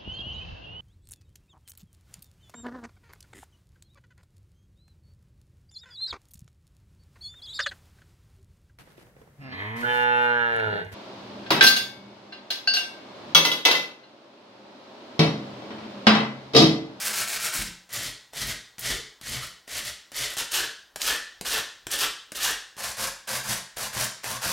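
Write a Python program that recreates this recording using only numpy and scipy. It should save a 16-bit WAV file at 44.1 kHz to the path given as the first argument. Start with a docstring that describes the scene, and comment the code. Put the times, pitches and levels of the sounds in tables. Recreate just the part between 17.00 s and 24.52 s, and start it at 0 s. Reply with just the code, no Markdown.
"""At a workbench in a bare room, a folded piece of sandpaper is rubbed by hand along a wooden handle in four
grips: quick passes along its side, then separate strokes on the rim, over the end and round the neck.
Random grit impacts hiss on the paper and rasp in the handle's resonances; noise in the bench modes rumbles.
Gliding noise bands make hoarse notes, noise bursts make snaps and slaps, decaying sines make low thuds.
Decaying noise tails ring on as the room, over a faint bed of still air."""
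import sys
import numpy as np
from scipy import signal
from scipy.fft import rfft, irfft, next_fast_len
from scipy.io import wavfile
from scipy.ndimage import map_coordinates

SR = 44100
rng = np.random.default_rng(int(sys.argv[2]) if len(sys.argv) > 2 else 0)


def store_pcm(level_fs):
    """Save levels as 16-bit WAV."""
    pcm = np.round(np.clip(level_fs, -1, 1) * 32767).astype(np.int16)
    wavfile.write(sys.argv[1], SR, np.atleast_2d(pcm).T)


N = 331632  # length in samples
SIZE = next_fast_len(N + SR)  # filter length, padded so that tails do not wrap round
HZ = np.fft.rfftfreq(SIZE, 1 / SR)
TIME = np.arange(N) / SR


def amp(db):
    """Decibels to gain."""
    return 10 ** (np.asarray(db) / 20)


def unit(x):
    """Scale to rms 1."""
    return x / np.sqrt(np.mean(x ** 2) + 1e-20)


def along(points, hz=HZ):
    """Draw a curve through (Hz, value) points on a log frequency axis."""
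    point_hz, values = np.transpose(points)
    return np.interp(np.log(hz + 1), np.log(point_hz + 1), values)


def below(edge_hz, order):
    """Share of the power that lies under a soft edge."""
    return 1 / (1 + (HZ / edge_hz) ** order)


def filtered(x, response):
    """Pass x through a frequency response."""
    return irfft(rfft(x, SIZE) * response, SIZE)[..., :N]


def causal(gain):
    """The minimum-phase response with this gain: it rings only after its cause."""
    cepstrum = irfft(np.log(np.maximum(gain, 1e-6)), SIZE)
    cepstrum[1:SIZE // 2] *= 2
    cepstrum[SIZE // 2 + 1:] = 0
    return np.exp(rfft(cepstrum))


def wobble(rate):
    """A smooth random curve, rate knots a second."""
    knots = rng.standard_normal(int(N * rate / SR) + 4)
    return map_coordinates(knots, [TIME * rate])


# How the strokes of each grip move. Each row: from and until in seconds, place of the hiss peak and of the
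# rasp peak in the stroke (0-1, held just inside it), swell in dB, rasp over hiss in dB.
SIDE_MOTION = (-1, 0.58, .5, 1.3, 7, -1)
RIM_MOTION = (.57, 3.2, 0.53, 0.61, 21.4, 0.53)
END_MOTION = (3.2, 5.6, 0.26, 0.65, 12.8, 0.41)
NECK_MOTION = (5.5, 7.5, 0.5, 0.5, 10, -.5)
# Colour of the scratching in each grip. Each row: frequency in Hz, relative density in dB per Hz.
SIDE_COLOUR = [(350, -7.5), (550, -11.5), (850, -9.0), (1300, -5.5), (1900, -1.7), (2500, -1.5), (3300, -4),
               (5000, -1.5), (7500, -1.5), (11000, -4), (14000, -8), (16000, -10.5)]
RIM_COLOUR = [(350, -8.5), (550, -8.5), (850, -9), (1300, -2), (1900, 0.5), (2500, -0.5), (3300, 4),
              (5000, 2), (7500, -2), (11000, -5.5), (14000, -10), (16000, -20)]
END_COLOUR = [(350, -2.5), (550, -5), (850, -5), (1300, -1.5), (1900, -6.5), (2500, -1.5), (3300, 2.5),
              (5000, -2), (7500, -7), (11000, -10), (14000, -11.4), (16000, -23)]
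NECK_COLOUR = [(350, -8), (550, -3.5), (850, -7.5), (1300, -4), (1900, -2), (2500, -1.5), (3300, -2.5),
               (5000, -2.5), (7500, -7), (11000, -7.5), (14000, -13), (16000, -21.5)]
# Resonances of handle, paper and cupped hand. Each row: centre in Hz, width in Hz, lift over the colour in dB.
SIDE_MODES = [(654, 110, 6.5), (1350, 36, 10), (1545, 160, 5), (1610, 47, 1), (2240, 97, 3.5)]
RIM_MODES = [(424.4, 16.5, 13.6), (610, 160, 8.1), (1947, 230, 6.8), (2206, 110, 3.8), (3050, 100, 3.1),
             (3400, 65, 1.1), (4430, 50, 2.8)]
END_MODES = [(451.5, 25, 5.4), (1340, 63, 2), (1500, 65, 3.3), (1775, 280, 10.2), (2860, 630, 3.8)]
NECK_MODES = [(540, 29, 8.1), (688, 170, 6.6), (748, 5.8, 2.4), (872, 26, 8.4), (1032, 234, 8.9),
              (1600, 410, 6.3), (4670, 330, 0.94)]
# Modes of the bench top. Each row: centre in Hz, width in Hz, then the relative drive in dB from the side,
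# rim, end and neck grip.
BENCH_MODES = [(39.7, 10.3, 0, 1.5, 10, -6), (61.6, 14.5, -16, -2, -3, -4.5), (124, 17, -0.5, 1, -0.5, 2.5),
               (179.8, 4.5, -3, -8, -11.5, -8), (208.6, 14, -0.5, -9, -3.5, -1.5),
               (288, 30, -7, -10.5, 0.5, -16), (334, 41, -9.5, -15, -12.5, -28.5)]


def sanding(motion, colour, modes, bench_db):
    """One grip: grit hisses on the paper, rasps in the handle and shakes the bench under it."""
    hiss_gain, upper_gain, lower_gain, bench_gain = effort(motion)
    lifts = sum(lift / (1 + (2 * (HZ - hz) / width) ** 2) for hz, width, lift in modes)
    body = amp(along(colour) + lifts)
    wood_share, deep_share = below(5060, order=8), below(2280, order=6)
    paper = unit(body * np.sqrt(1 - wood_share))
    handle = unit(body * np.sqrt(wood_share) * (1 - below(329, order=6)))
    upper_handle = handle * np.sqrt(1 - deep_share)
    lower_handle = handle * np.sqrt(deep_share)

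    # the paper sticks and slips, so the scratches come in clumps
    chatter = unit(amp(0.97 * wobble(rate=260) + 1.98 * wobble(rate=45)))
    hiss_grit = hiss_gain * chatter * scratches(per_second=10000, spread_db=5)
    hiss = filtered(hiss_grit, causal(paper))
    upper_grit = upper_gain * chatter * scratches(per_second=14000, spread_db=2.0)
    upper_rasp = filtered(upper_grit, causal(upper_handle))
    lower_grit = lower_gain * chatter * scratches(per_second=12000, spread_db=2.5)
    lower_rasp = filtered(lower_grit, causal(lower_handle))

    bench = 0
    for k, ((hz, width, *_), db) in enumerate(zip(BENCH_MODES, bench_db)):
        resonance = 1j * HZ * width / (hz ** 2 - HZ ** 2 + 1j * HZ * width)
        bench = bench + (-1) ** k * amp(db) * resonance  # neighbours in opposite polarity
    bench = bench / np.sqrt(np.mean(abs(bench) ** 2))
    rumble = filtered(bench_gain * rng.standard_normal(N), bench)
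    return hiss + upper_rasp + lower_rasp + rumble


# Each push or pull of the paper. Each row: start in seconds, length in seconds, level in dB.
STROKES = [(-0.005, 0.13, -30), (0.127, .125, -29.5), (0.27, 0.11, -31.5), (0.394, 0.1, -30),
           (0.521, .11, -30), (0.624, .08, -42), (0.889, 0.16, -35.5), (1.005, .11, -36.5),
           (1.323, .18, -36), (1.444, 0.11, -36), (1.78, 0.22, -34), (2.215, 0.21, -35),
           (2.388, 0.097, -42.5), (2.671, 0.18, -34), (2.831, 0.087, -35), (3.117, .178, -32.5),
           (3.294, 0.052, -38.5), (3.366, 0.073, -30.5), (3.505, .16, -30.5), (3.994, 0.18, -28.5),
           (4.446, 0.17, -29), (4.898, 0.088, -30.5), (4.976, 0.1, -29.5), (5.344, 0.078, -34.5),
           (5.401, 0.14, -30), (5.771, .16, -35), (5.964, 0.13, -32), (6.27, 0.14, -33),
           (6.43, 0.16, -32.5), (6.76, 0.13, -33.5), (6.925, .15, -32), (7.229, .15, -34),
           (7.411, 0.18, -31.5)]
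# How firmly the handle rests on the bench. Each row: time in seconds, rumble over the stroke level in dB.
BENCH_CONTACT = [(.5, -23), (.66, -4.5), (1, -8.5), (1.5, -5), (2.3, -5), (2.5, -11.5), (3.4, -18),
                 (5.45, -21), (5.8, -14.5), (6.85, -15.5), (7, -9.5), (7.3, -12)]


def effort(motion, edge=0.0067):
    """Gains of hiss, upper rasp, lower rasp and bench: hiss swells with speed, deeper layers with pressure."""
    from_s, until_s, hiss_place, rasp_place, swell_db, rasp_db = motion
    gains = np.zeros((4, N))

    def arch(u, place):
        """A swell in dB that reaches 0 at its place in the stroke."""
        peak = np.clip(place, 1e-2, 1 - 1e-2)
        return swell_db * (np.sin(np.pi * np.interp(u, [0, peak, 1], [0, .5, 1])) - 1)

    for s, length, db in STROKES:
        if not from_s <= s < until_s:
            continue
        now = (TIME > s) & (TIME < s + length)
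        u = (TIME[now] - s) / length
        contact = np.clip(np.minimum(u, 1 - u) * length / edge, 0, 1)  # edge: fade in and out, s
        speed, pressure = arch(u, hiss_place), arch(u, rasp_place)
        upper_db = rasp_db + (speed + pressure) / 2
        lower_db = rasp_db + 0.64 * pressure
        bench_db = np.interp(s + length / 2, *np.transpose(BENCH_CONTACT)) + pressure
        gains[:, now] += contact * amp(db) * amp([speed, upper_db, lower_db, bench_db])
    return gains


def scratches(per_second, spread_db):
    """Tiny impacts of grit at random moments, with random sizes."""
    hit = rng.random(N) < per_second / SR
    grain = amp(spread_db * rng.uniform(-1.26, 1, N))
    return unit(hit * rng.standard_normal(N) * grain)


# The paper chatters into a hoarse note. Each row: start in seconds, length in seconds, final pitch in Hz,
# level in dB.
RASP_NOTES = [(.426, 0.14, 1560, -44.5), (1.888, .13, 450, -49), (2.403, 0.059, 1445, -45),
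              (3.583, 0.077, 1780, -38), (4.06, 0.14, 1937, -35.5), (4.461, 0.11, 1775, -41),
              (5.432, 0.056, 994, -38), (5.452, .09, 1883, -34.5), (6.944, 0.06, 1066, -41),
              (7.259, 0.14, 1128, -41.5)]
NOTE_RISE = .2  # a note glides up from this share below its final pitch


def rasp_notes(blur_rate=260):
    """Half-regular slipping: a narrow band of noise that swells and glides."""
    voices = np.zeros(N)
    for s, length, final_hz, db in RASP_NOTES:
        u = np.clip((TIME - s) / length, 0, 1)
        now = (u > 0) & (u < 1)
        pitch_hz = final_hz * (1 - NOTE_RISE * (1 - u[now]))
        phase = 2 * np.pi * np.cumsum(pitch_hz) / SR
        # two random curves, blur_rate knots a second, blur the tone into a band
        where = [(TIME[now] - s) * blur_rate]
        a, b = (map_coordinates(knots, where, mode="wrap") for knots in rng.standard_normal((2, 2 ** 6)))
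        swell = np.sqrt(np.sin(np.pi * u[now]))
        voices[now] += amp(db) * swell * (a * np.cos(phase) + b * np.sin(phase))
    return voices


# A coarse grain catches and snaps free. Each row: start in seconds, nominal peak in dB, band centre in Hz.
SNAGS = [(.622, -21.5, 8800), (.935, -20.5, 11000), (1.031, -23, 10000), (1.793, -22.5, 10700),
         (2.869, -27, 4800), (2.884, -32, 5270), (3.518, -19, 8000), (4.017, -14, 4500), (4.914, -18, 8200),
         (6.071, -22, 8040), (7.043, -16.5, 6900)]
SMALL_SNAG_DB, SMALL_SNAG_HZ = 8, 11000  # lesser snags: nominal peak over their stroke, middle of the centres
SMALL_SNAG_SPREAD = .35  # scatter round mid-stroke, share of its length


def snags():
    """Bright snaps, each in its own band: a few loud ones, and a lesser one somewhere in every stroke."""
    out = np.zeros(N + SR)
    t = np.arange(SR // 10) / SR
    chance = rng.uniform(-1.1, 1, (len(STROKES), 2))
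    lesser = []
    for (s, length, db), (when, pitch) in zip(STROKES, chance):
        start = max(s + length * (.5 + SMALL_SNAG_SPREAD * when), 0)
        lesser.append((start, db + SMALL_SNAG_DB, SMALL_SNAG_HZ * 2 ** (pitch / 2)))
    for s, db, hz in SNAGS + lesser:
        band = signal.butter(1, [hz * .7, min(hz * 1.35, .45 * SR)], "bandpass", fs=SR)
        crack = unit(signal.lfilter(*band, rng.standard_normal(len(t))))
        # the noise starts with its rms 6.5 dB under the nominal peak
        out[round(s * SR):][:len(t)] += crack * amp(db - 6.5 - 60 * t / 0.028)
    return out[:N]


# The paper lands on the wood. Each row: start in seconds, nominal peak in dB.
LANDINGS = [(0.892, -37), (1.3339, -26.5), (1.7829, -24.5), (2.213, -26), (2.6776, -27.5), (3.118, -25.5),
            (3.3684, -16), (3.9595, -14.5), (4.4111, -15.5), (4.8683, -15.5), (5.3194, -19), (5.767, -28.5),
            (6.278, -26), (6.77, -17.5), (7.2427, -17)]
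# Colour of the paper slap. Each row: frequency in Hz, relative density in dB per Hz.
SLAP_COLOUR = [(100, 3), (350, 1.5), (700, 4.5), (1200, -7), (1800, -0.5), (3200, -2), (4200, -2.5),
               (8000, -1.5), (16000, -14)]
KNOCK_DB = -20.5  # the handle's knock against the nominal peak of a landing


def landings():
    """The paper slaps the handle, which answers with a light, woody knock."""
    s, db = np.transpose(LANDINGS)
    slap = bursts(s, db - 11, t60=0.026, colour=SLAP_COLOUR)
    wood = [(40, -8.5), (150, -7), (350, -14.0), (700, -7.5), (1800, -9.5), (4000, -71)]
    knock = bursts(s, db + KNOCK_DB, t60=0.015, colour=wood)
    return slap + knock


def bursts(times, levels_db, t60, colour):
    """Short coloured noise bursts that fall by 60 dB in t60 seconds."""
    out = np.zeros(N + SR)
    t = np.arange(SR // 10) / SR
    for s, db in zip(times, levels_db):
        out[round(s * SR):][:len(t)] += amp(db - 60 * t / t60) * rng.standard_normal(len(t))
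    return filtered(out[:N], causal(unit(amp(along(colour)))))


# Low thuds in the bench top: one bump at the change of grip, later shudders of rubbing strokes. Each row:
# start in seconds, level in dB, extra level of the modes under 100 Hz in dB.
THUDS = [(0.593, -36.5, -1), (1.901, -47, -11), (6.025, -45, -20), (6.494, -36.5, -18), (6.965, -39, -23),
         (7.462, -33.5, -20)]


def thuds():
    """Each thud rings all the bench modes as decaying sines; narrow modes last longest."""
    out = np.zeros(N)
    for s, db, deep_db in THUDS:
        t = np.maximum(TIME - s, 0)
        for hz, width, _, rim_db, *_ in BENCH_MODES:  # modes balanced as in the rim grip
            gain = amp(db + rim_db + deep_db * (hz < 100))
            out += gain * np.exp(-np.pi * width * t) * np.sin(2 * np.pi * hz * t)
    return out


def room(x, count=64):
    """The hands keep moving, so each stretch of sound meets the walls by new paths."""
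    out = np.zeros(N + 2 * SR)
    for span in np.array_split(np.arange(N), count):
        answer = signal.fftconvolve(x[span], room_tail())
        out[span[0]:][:len(answer)] += answer
    return out[:N]


# How long the room rings. Each row: frequency in Hz, time to fall by 60 dB in seconds.
ROOM_DECAY = [(60, 0.27), (280, 0.41), (450, 0.44), (700, 0.38), (1400, 0.5), (1850, 0.55), (2300, 0.47),
              (4000, 0.55), (8000, 0.43), (15000, 0.21)]


def room_tail():
    """One diffuse answer of the room: noise that decays at its own rate in each band."""
    hz, t, z = signal.stft(rng.standard_normal(SR), SR, nperseg=512)
    decay = amp(-60 * t / along(ROOM_DECAY, hz)[:, None])
    tail = signal.istft(z * decay, SR, nperseg=512)[1]
    tail *= np.clip(np.arange(len(tail)) / SR / 0.004 - .5, 0, 1)  # the first walls answer a few ms late
    return tail / np.linalg.norm(tail)


# Colour of the still air. 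Each row: frequency in Hz, relative density in dB per Hz.
AIR_COLOUR = [(20, 0), (50, -1), (130, -5), (300, -4), (1000, -2), (4000, -19), (16000, -17.5)]


def still_air():
    """A faint, steady bed of coloured noise."""
    return amp(-65.0) * unit(filtered(rng.standard_normal(N), amp(along(AIR_COLOUR))))


# Side level. Each row: frequency in Hz, gain in dB of a second diffuse tail that spreads left and right.
SIDE_LEVEL = [(50, -36), (125, -19), (400, -17.5), (1200, -34.5), (2500, -70), (4500, -33), (7500, -11.5),
              (14000, -19)]


def scene():
    """All four grips in the room, heard close and nearly mono."""
    side_db, rim_db, end_db, neck_db = np.transpose(BENCH_MODES)[2:]
    direct = sanding(SIDE_MOTION, SIDE_COLOUR, SIDE_MODES, side_db)
    direct += sanding(RIM_MOTION, RIM_COLOUR, RIM_MODES, rim_db)
    direct += sanding(END_MOTION, END_COLOUR, END_MODES, end_db)
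    direct += sanding(NECK_MOTION, NECK_COLOUR, NECK_MODES, neck_db)
    direct += rasp_notes() + snags() + landings() + thuds()
    mid = direct + amp(-3.5) * room(direct) + still_air()
    side = filtered(room(direct), amp(along(SIDE_LEVEL)))
    # the bench sounds from the left: (Hz, share of mid added left and taken right)
    lean_share = [(40, 0.043), (120, 0.21), (280, 0.0054), (600, .005), (1200, 0.11), (3000, 0.0021)]
    lean = filtered(mid, along(lean_share))
    return np.array([mid + side + lean, mid - side - lean])


def record(dry):
    """Limit the band: a steep slope under about 32 Hz and nothing from 15950 Hz up."""
    return filtered(dry, (HZ < 15950) * (1 - below(32, order=14)))


dry = scene()
out = record(dry)
store_pcm(out)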